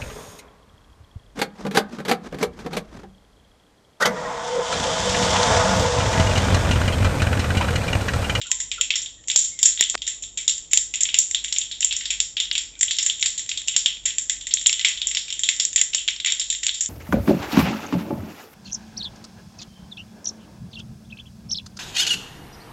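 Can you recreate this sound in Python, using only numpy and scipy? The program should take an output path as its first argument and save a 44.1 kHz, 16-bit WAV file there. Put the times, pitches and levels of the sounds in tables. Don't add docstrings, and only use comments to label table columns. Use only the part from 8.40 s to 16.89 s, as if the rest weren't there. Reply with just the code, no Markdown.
import sys
import numpy as np
from scipy import signal
from scipy.fft import rfft, irfft, next_fast_len
from scipy.io import wavfile
from scipy.ndimage import uniform_filter1d

SR = 44100
rng = np.random.default_rng(int(sys.argv[2]) if len(sys.argv) > 2 else 0)


def store_wav(level_fs):
    pcm = np.round(np.clip(np.atleast_2d(level_fs), -1, 1) * 32767)
    wavfile.write(sys.argv[1], SR, pcm.T.astype(np.int16))


N = 374409

LEAD = 48


def undb(db):
    return 10 ** (np.asarray(db) / 20)


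def level(x, db):
    return x * undb(db) / np.sqrt(np.mean(x ** 2))


def shape(x, gain):
    size = next_fast_len(len(x) + 4096)
    hz = np.maximum(np.arange(size // 2 + 1) * SR / size, 1)
    return irfft(rfft(x, size) * gain(hz), size)[:len(x)]


def causal(gain):
    size = 4096
    hz = np.maximum(np.arange(size // 2 + 1) * SR / size, 1)
    cepstrum = irfft(np.log(gain(hz) + 1e-6), size)
    cepstrum[1:size // 2] *= 2
    cepstrum[size // 2 + 1:] = 0
    response = irfft(np.exp(rfft(cepstrum)), size)[:size // 4]
    return response / np.abs(response).max()


def curve_db(table, hz):
    table_hz, db = np.transpose(table)
    return np.interp(np.log(hz), np.log(table_hz), db)


def fade(t, t60):
    return np.exp(-np.log(1000) * t / t60)


def add(out, s, piece):
    i = int(s * SR)
    out[i:i + len(piece)] += piece[:max(len(out) - i, 0)]


def kitchen():
    # (pitch [Hz], relative level [dB])
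    air_colour = [(15, -29.5), (28, 1.5), (40, -2.5), (60, -3), (139, -12.5), (295, -9.5), (394, -15.5),
                  (444, -14), (913, -21.5), (1500, -26.5), (1950, -60), (3300, -120)]
    # (pitch [Hz], width [Hz], average level before the sinking [dB])
    hum_bands = [(48.6, 3.2, -59), (98, 23, -67.5), (160, 14, -73.5)]
    # (time [s], level [dB])
    sinking = ((7.4, 0.5), (8.1, -1.5))
    air_db, hiss_db = -60.5, -54

    background = level(shape(rng.standard_normal(N), lambda hz: undb(curve_db(air_colour, hz))), air_db)
    for centre, width, db in hum_bands:
        band = lambda hz: 1 / (1 + (2 * (hz - centre) / width) ** 2)
        background = background + level(shape(rng.standard_normal(N), band), db)
    times, sink_db = np.transpose(sinking)
    background = background * undb(np.interp(np.arange(N) / SR, times, sink_db))
    hiss = level(shape(rng.standard_normal(N), bowl), hiss_db)
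    return background + hiss


def bowl(hz):
    # (pitch [Hz], relative level [dB])
    broad_colour = [(470, -69), (900, -39), (1320, -33.5), (1950, -20), (2500, -17), (3300, -5.5),
                    (3750, -8.5), (4150, -16), (5130, -22.5), (5550, -11.5), (6300, -11.5), (6950, 1),
                    (7600, 2), (7950, -26), (8400, -27.5), (9000, -45.5)]
    # (pitch [Hz], width [Hz], boost [dB])
    pan_rings = [(2010, 80, 3), (2535, 60, 3), (3250, 130, 2), (3698, 50, 4), (5485, 60, 3), (7186, 100, 2)]
    boost_db = sum(db / (1 + (2 * (hz - f) / width) ** 2) for f, width, db in pan_rings)
    return undb(curve_db(broad_colour, hz) + boost_db)


def bowl_slice(name):
    low, high = {"ring": (0, 5530), "snap": (4690, SR)}[name]
    above = lambda hz, edge: .5 + .5 * np.tanh((hz - edge) / 350)
    delayed = np.append(np.zeros(LEAD), causal(bowl))
    response = shape(delayed, lambda hz: above(hz, low) - above(hz, high))
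    return response / np.abs(response).max()


def seed_rings(pitch_hz, size=2048):
    sharpness, skirt_db = 4.6, -4.5
    hz = np.maximum(np.arange(size // 2 + 1) * SR / size, 1)
    ratio = hz / pitch_hz
    resonance = undb(skirt_db) + 1 / (1 + 1j * sharpness * (ratio - 1 / ratio))
    rings = irfft(rfft(bowl_slice("ring"), size) * resonance, size)[:, :size // 2]
    return rings / np.abs(rings).max(axis=1, keepdims=True)


def cracks(rows, spots=6):
    rise_s = 0.00034
    snap_t60_s = 0.0059
    ring_t60_s = 0.0096
    rows = np.array(rows)
    start_s, snap_db, ring_db, pitch_hz, room_db = (rows[:, [k]] for k in range(5))

    t = np.arange(int(0.01 * SR)) / SR
    noise = (1 - np.exp(-t / rise_s)) * rng.standard_normal((len(rows), len(t)))
    rings = seed_rings(pitch_hz)
    snap = bowl_slice("snap")[None, :rings.shape[1]]
    grains, spread = 0, 0
    for db, response, t60 in ((snap_db, snap, snap_t60_s), (ring_db, rings, ring_t60_s)):
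        rung = signal.fftconvolve(noise * fade(t, t60), response, axes=1)
        grains = grains + undb(db) * rung / np.abs(rung).max(axis=1, keepdims=True)
        spread = spread + undb(db + room_db) * response

    direct, sent = np.zeros(N), np.zeros((spots, N))
    for n, s in enumerate(np.maximum(start_s[:, 0] - LEAD / SR, 0)):
        add(direct, s, grains[n])
        add(sent[n % spots], s, spread[n])
    return direct, sent


def crackle_rows():
    per_second, low_hz, high_hz = 45, 1970, 5000
    quietest_db, spread_db, loudest_db = -46.5, 5, -28
    rows = []
    for moment, size, ring_cut, snap_cut, pitch in rng.random((int(per_second * N / SR), 5)):
        db = min(quietest_db - spread_db * np.log(1 - size), loudest_db)
        pitch_hz = low_hz * (high_hz / low_hz) ** pitch
        rows.append((moment * N / SR, db - 12 * snap_cut, db - 12 * ring_cut, pitch_hz, -9))
    return rows


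def echo_scatter(count, size=64):
    scatter_db = 1
    steps = np.repeat(rng.standard_normal(count // size + 1), size)[:count]
    return undb(scatter_db * uniform_filter1d(steps, size // 2))


def room(x):
    # (pitch [Hz], time to fall by 60 dB [s])
    decay_times = [(1200, 0.46), (2200, 0.33), (3400, 0.34), (5500, 0.37), (7400, 0.36)]
    room_db, gap_s = 8.5, 0.0023
    early_db, early_t60_s = 0, 0.05
    drop_s, drop_db = 1.556, -17

    t = np.arange(int(.6 * SR)) / SR
    centres = np.log([f for f, _ in decay_times])
    tail = 0
    for k, (_, t60) in enumerate(decay_times):
        this_band = np.eye(len(decay_times))[k]
        share = lambda hz: np.sqrt(np.interp(np.log(hz), centres, this_band))
        tail = tail + shape(rng.standard_normal(len(t)), share) * fade(t, t60)
    tail = tail * (1 + undb(early_db) * fade(t, early_t60_s)) * (t > gap_s)
    tail = tail * echo_scatter(len(t))
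    tail = tail / np.sqrt(np.sum(tail ** 2))

    is_before = np.arange(N) < drop_s * SR
    echo_before = signal.fftconvolve(x * is_before, tail)[:N]
    echo_after = signal.fftconvolve(x * ~is_before, tail)[:N]
    return undb(room_db) * (echo_before * np.where(is_before, 1, undb(drop_db)) + echo_after)


def clinks():
    # (time [s], pitch [Hz], level before the soft start and fade [dB], time to fall by 60 dB [s])
    clink_events = [(0.048, 1424, -44.5, 0.17), (0.087, 1022, -52.5, 0.62), (0.377, 1390, -34, 0.11),
                    (.384, 518, -51, 0.21), (0.774, 1860, -57, .2), (4.33, 2440, -46, 0.11),
                    (4.355, 2360, -50.5, 0.23), (4.36, 1500, -54, 0.082), (6.011, 3410, -28, 0.061),
                    (1.11, 2150, -51.5, 0.66), (5.13, 2570, -47, 0.062)]
    out, t = np.zeros(N), np.arange(int(.2 * SR)) / SR
    for s, hz, db, t60 in clink_events:
        band = lambda f: 1 / (1 + ((f - hz) / 70) ** 2)
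        waver = level(shape(rng.standard_normal(len(t)), band), 0.5)
        tone = .5 * np.sin(2 * np.pi * hz * t) + waver
        soft_start = np.minimum(t / 0.015, 1)
        add(out, s, undb(db) * tone * soft_start * fade(t, t60))
    return out


def thuds():
    # (time [s], peak level [dB])
    thud_events = [(.1146, -44), (0.9591, -24.5), (1.229, -29), (1.4092, -18.5), (2.333, -47),
                   (2.3742, -26), (2.786, -34), (3.446, -35), (4.663, -38), (5.362, -33), (6.2681, -32),
                   (7.089, -36), (7.414, -32), (7.548, -32.5), (8.267, -38.5)]
    low_hz, high_hz = 124, 1350
    pulse = causal(lambda hz: 1 / (1 + (low_hz / hz) ** 2) / (1 + (hz / high_hz) ** 4))
    out = np.zeros(N)
    for s, db in thud_events:
        add(out, s, undb(db) * pulse)
    return out


def clicks():
    # (time [s], peak level [dB])
    click_events = [(1.5443, -14.5), (1.5503, -12), (1.5527, -19), (1.553, -2.5), (1.5536, -48),
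                    (1.5545, -18)]
    low_hz, high_hz = 305, 4080
    jolt = causal(lambda hz: 1 / (1 + (low_hz / hz) ** 2) / (1 + (hz / high_hz) ** 2))
    out = np.zeros(N)
    for k, (s, db) in enumerate(click_events):
        direction = (-1) ** k
        add(out, s, direction * undb(db) * jolt)
    return out


def scene():
    # (time [s], peak level of the bright snap [dB], peak level of the ring [dB],
    # pitch of the ring [Hz], share sent to the room [dB])
    seed_bursts = [(0.0144, -28.5, -21, 2830, -1), (0.066, -31.5, -42, 5100, 1),
                   (0.1081, -22, -57, 1900, -24), (0.1147, -3.5, -10, 1950, -13),
                   (0.2016, -15.5, -23, 1900, -3.5), (0.2159, -18, -38, 1900, -17),
                   (0.3152, -17.5, -12, 2400, -6.5), (0.4109, -5.5, -6, 2620, -10.5),
                   (0.5047, -20, -7.5, 2400, -5), (0.5385, -44, -13, 3090, -31),
                   (0.556, -15.5, -14, 5600, -1.5), (0.6183, -21.5, -53, 1970, -1.5),
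                   (0.6599, -28, -20, 3550, -8.5), (0.8745, -24, -50, 1970, -16),
                   (0.883, -14, -23, 1900, -5.5), (0.8994, -13, -9.5, 2510, -7),
                   (0.9151, -16, -15.5, 5200, -12), (0.9599, -1, -11, 5000, -6.5),
                   (0.9742, -18, -24, 5170, -1), (0.9892, -11.5, -21, 4230, -1.5),
                   (1.0171, -18, -35.5, 2110, 0.5), (1.0456, -20.5, -29.5, 4690, 3),
                   (1.1896, -17.5, -23, 1880, -6), (1.2155, -24, -40, 1900, -3), (1.2288, -1, -8, 4800, -8),
                   (1.2551, -5, -18, 1760, 0.5), (1.3224, -38, -27.5, 4220, -1),
                   (1.3746, -42, -18.5, 2240, -7), (1.3928, -31, -16, 3630, 0),
                   (1.4085, -2.5, -6.5, 1940, -11), (1.4249, -45, -7, 3150, -7.5),
                   (1.4379, -15, -18, 3300, -18), (1.4979, -8.5, -17, 4370, -10),
                   (1.5769, -33, -26.5, 4850, -9), (1.6191, -22.5, -16.5, 3300, -7.5),
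                   (1.6645, -37, -36, 3800, 13.5), (1.6765, -12.5, -18.5, 1870, -5.5),
                   (1.8234, -24.5, -36, 2690, 0), (1.8356, -27, -26, 3580, -5.5),
                   (1.9737, -19.5, -20, 2260, 0), (2.0785, -5, -8.5, 3780, -8.5),
                   (2.0938, -12.5, -15.5, 4900, -3), (2.1795, -18.5, -31.5, 1900, -11),
                   (2.312, -23.5, -32, 2060, 0.5), (2.3329, -0.5, -8.5, 1920, -9),
                   (2.3733, -2, -8.5, 4850, -12), (2.5384, -18.5, -16.5, 2530, -2),
                   (2.5564, -11.5, -40, 1900, -23), (2.606, -10.5, -19, 1930, -2.5),
                   (2.6332, -1.5, -26, 2200, -18), (2.6535, -46, -14.5, 2400, -6),
                   (2.6887, -35, -14, 2750, -6), (2.7428, -10, -6.5, 2510, -7.5),
                   (2.7867, 0.5, -13.5, 4400, -8.5), (2.9108, -13.5, -25, 1970, -11),
                   (2.9463, -13.5, -7.5, 3720, -8), (3.0398, -23, -41, 1900, 0),
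                   (3.0448, -18.5, -15, 2010, -8), (3.0814, -25, -22, 2880, -5.5),
                   (3.125, -12.5, -13, 5300, -6.5), (3.1619, -20, -15, 2400, -5.5),
                   (3.184, -4.5, -31, 2110, -13.5), (3.2137, -20, -18.5, 3220, -3),
                   (3.3129, -29.5, -20, 4100, 0), (3.4059, -10.5, -20.5, 1900, -12),
                   (3.4191, -21.5, -26.5, 3670, 3), (3.4276, -25.5, -13.5, 2800, -6),
                   (3.4455, -1, -18, 1970, -13.5), (3.5088, -41, -16, 2880, 0.5),
                   (3.5251, -16.5, -12.5, 5200, -7.5), (3.5653, -11, -22, 1920, -10),
                   (3.6079, -31, -23.5, 1950, 2), (3.6553, -23, -15, 4800, -3.5),
                   (3.7044, -13, -11, 2330, -4.5), (3.802, -5.5, -7.5, 5300, -10.5),
                   (3.9675, -28, -13, 2800, -1), (4.0005, -14.5, -8, 3350, -6),
                   (4.054, -42, -24, 5200, -29), (4.1128, -31.5, -8.5, 2950, -11),
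                   (4.1261, -26.5, -24.5, 2980, 0), (4.1525, -19, -10, 2420, -6),
                   (4.1789, -12.5, -10.5, 4970, -8), (4.3896, -29.5, -43, 4370, 1),
                   (4.41, -6.5, -17.5, 1870, -7.5), (4.4294, -3.5, -10.5, 1900, -12.5),
                   (4.4812, -38, -16.5, 3310, -4.5), (4.5089, -15, -11, 4260, -3),
                   (4.5669, -22.5, -24.5, 1900, -14.5), (4.5856, -13.5, -8, 5200, -4.5),
                   (4.5992, -31, -24, 2340, -25), (4.6272, -11, -22.5, 1900, -6.5),
                   (4.6622, -6.5, -15, 1850, -6.5), (4.698, -17, -8.5, 3430, -9),
                   (4.7951, -28, -24.5, 2980, -2), (4.8099, -20.5, -42, 3670, 1),
                   (4.8262, -11, -4, 2020, -11), (4.8588, -10.5, -12, 4690, -3.5),
                   (4.9774, -19.5, -23.5, 3970, -0.5), (4.9933, -19, -25, 1900, -5),
                   (5.0613, -31, -30.5, 1880, -9), (5.0912, -17, -17, 4600, -4.5),
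                   (5.115, -26, -15.5, 2450, -6), (5.1737, -20, -16.5, 3800, -4),
                   (5.216, -25, -28.5, 1900, -25), (5.2756, -18, -25, 5200, -8),
                   (5.2824, -11, -9.5, 2800, -7.5), (5.3409, -44, -23, 2600, -1),
                   (5.3634, -4.5, -6, 5200, -7), (5.4595, -12.5, -3, 3070, -7.5),
                   (5.6549, -13.5, -17, 1900, 0.5), (5.7049, -44, -19.5, 2600, -7.5),
                   (5.7828, -8.5, -17, 1800, -8.5), (5.8963, -8.5, -12.5, 1880, -7.5),
                   (6.0095, -33.5, -31.5, 3400, 3), (6.0689, -16, -19, 2000, -8.5),
                   (6.1092, -38, -22.5, 4370, 4), (6.1383, -2, -21, 1900, -14),
                   (6.1706, -35, -17, 3600, -4), (6.1944, -22, -35, 5200, -25),
                   (6.212, -20.5, -26, 2040, -4), (6.2604, -13.5, -6.5, 3460, -8),
                   (6.2679, 0, -17, 1970, -11.5), (6.2944, -13.5, -8.5, 2130, -10),
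                   (6.3278, -13, -10, 3000, -7), (6.3943, -19, -13, 2080, -8.5),
                   (6.4113, -26, -16, 2420, -5.5), (6.4473, -12, -3.5, 2230, -3),
                   (6.4847, -13.5, -17.5, 2040, -5.5), (6.5735, -29.5, -20, 3310, -3.5),
                   (6.6168, -23, -11, 3250, -6), (6.6699, -8, -23, 1900, -10), (6.6849, -19, -23, 3090, -5),
                   (6.7128, -17.5, -16, 2000, -8), (6.7483, -18, -10.5, 5360, -6.5),
                   (6.7703, -13.5, -7.5, 5140, -7), (6.8811, -33, -25.5, 2340, -0.5),
                   (6.9033, -22, -17.5, 2980, -6.5), (6.9254, -19, -16, 3090, -6),
                   (6.9927, -14.5, -23, 1900, -7.5), (7.0342, -11, -9.5, 3620, -6.5),
                   (7.0885, -6, -5.5, 2040, -8.5), (7.1641, -19, -37, 4690, -13),
                   (7.1984, -10.5, -9.5, 5040, -3.5), (7.2511, -5.5, -25.5, 1900, -15),
                   (7.3299, -18, -26.5, 1900, -9.5), (7.3599, -3.5, -10, 1900, -8.5),
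                   (7.3773, -21, -14, 1870, -2), (7.3925, -15, -18.5, 2690, -14),
                   (7.4134, -1.5, -11, 1900, -13.5), (7.5317, -33, -24, 2730, 7),
                   (7.5471, -7, -11.5, 4730, -9), (7.5809, -27, -17, 2950, -3),
                   (7.6778, -16, -10.5, 2770, -5), (7.6847, -32, -8.5, 2160, -9.5),
                   (7.7067, -21, -29, 2040, -23), (7.7625, -33, -21, 5170, -13),
                   (7.8006, -25.5, -16, 3620, -8.5), (7.847, -18.5, -10, 2600, -10),
                   (7.8602, -12.5, -13.5, 2120, -5), (7.8701, -34, -10, 2170, -0.5),
                   (7.9015, -20, -17, 3800, -7), (7.9213, -9, -10.5, 3310, -11),
                   (7.9965, -13.5, -16, 5050, -3.5), (8.0139, -44, -15, 3870, -6.5),
                   (8.1011, -10, -13, 3820, -6.5), (8.1259, -15, -18, 1900, -8.5),
                   (8.1489, -31, -19.5, 2960, -8.5), (8.231, -22, -23.5, 1900, 4),
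                   (8.2661, -9.5, -9.5, 4250, -11), (8.2827, -19, -16.5, 2260, -10.5),
                   (8.2918, -36, -11.5, 3660, -7.5), (8.3422, -26, -24.5, 4850, 2.5),
                   (8.3652, -28, -38, 1900, -12), (8.4075, -10, -22.5, 1860, -3),
                   (8.4204, -22, -35, 2690, -5), (8.4594, -15, -25.5, 1906, -15)]
    direct, sent = cracks([*seed_bursts, *crackle_rows()])
    echoes = sum(room(spot) for spot in sent)
    mix = direct + echoes + thuds() + clicks() + clinks() + kitchen()
    return mix[None]


def record(dry):
    drive_db, clip_db = 1.5, 0
    band_top_hz, final_top_hz = 8480, 15600
    band_filter = signal.ellip(10, .2, 80, band_top_hz, fs=SR, output="sos")
    final_filter = signal.ellip(8, .2, 60, final_top_hz, fs=SR, output="sos")
    narrow = signal.sosfilt(band_filter, undb(drive_db) * dry)
    clipped = np.clip(narrow, -undb(clip_db), undb(clip_db))
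    return signal.sosfilt(final_filter, clipped)


dry = scene()
out = record(dry)
store_wav(out)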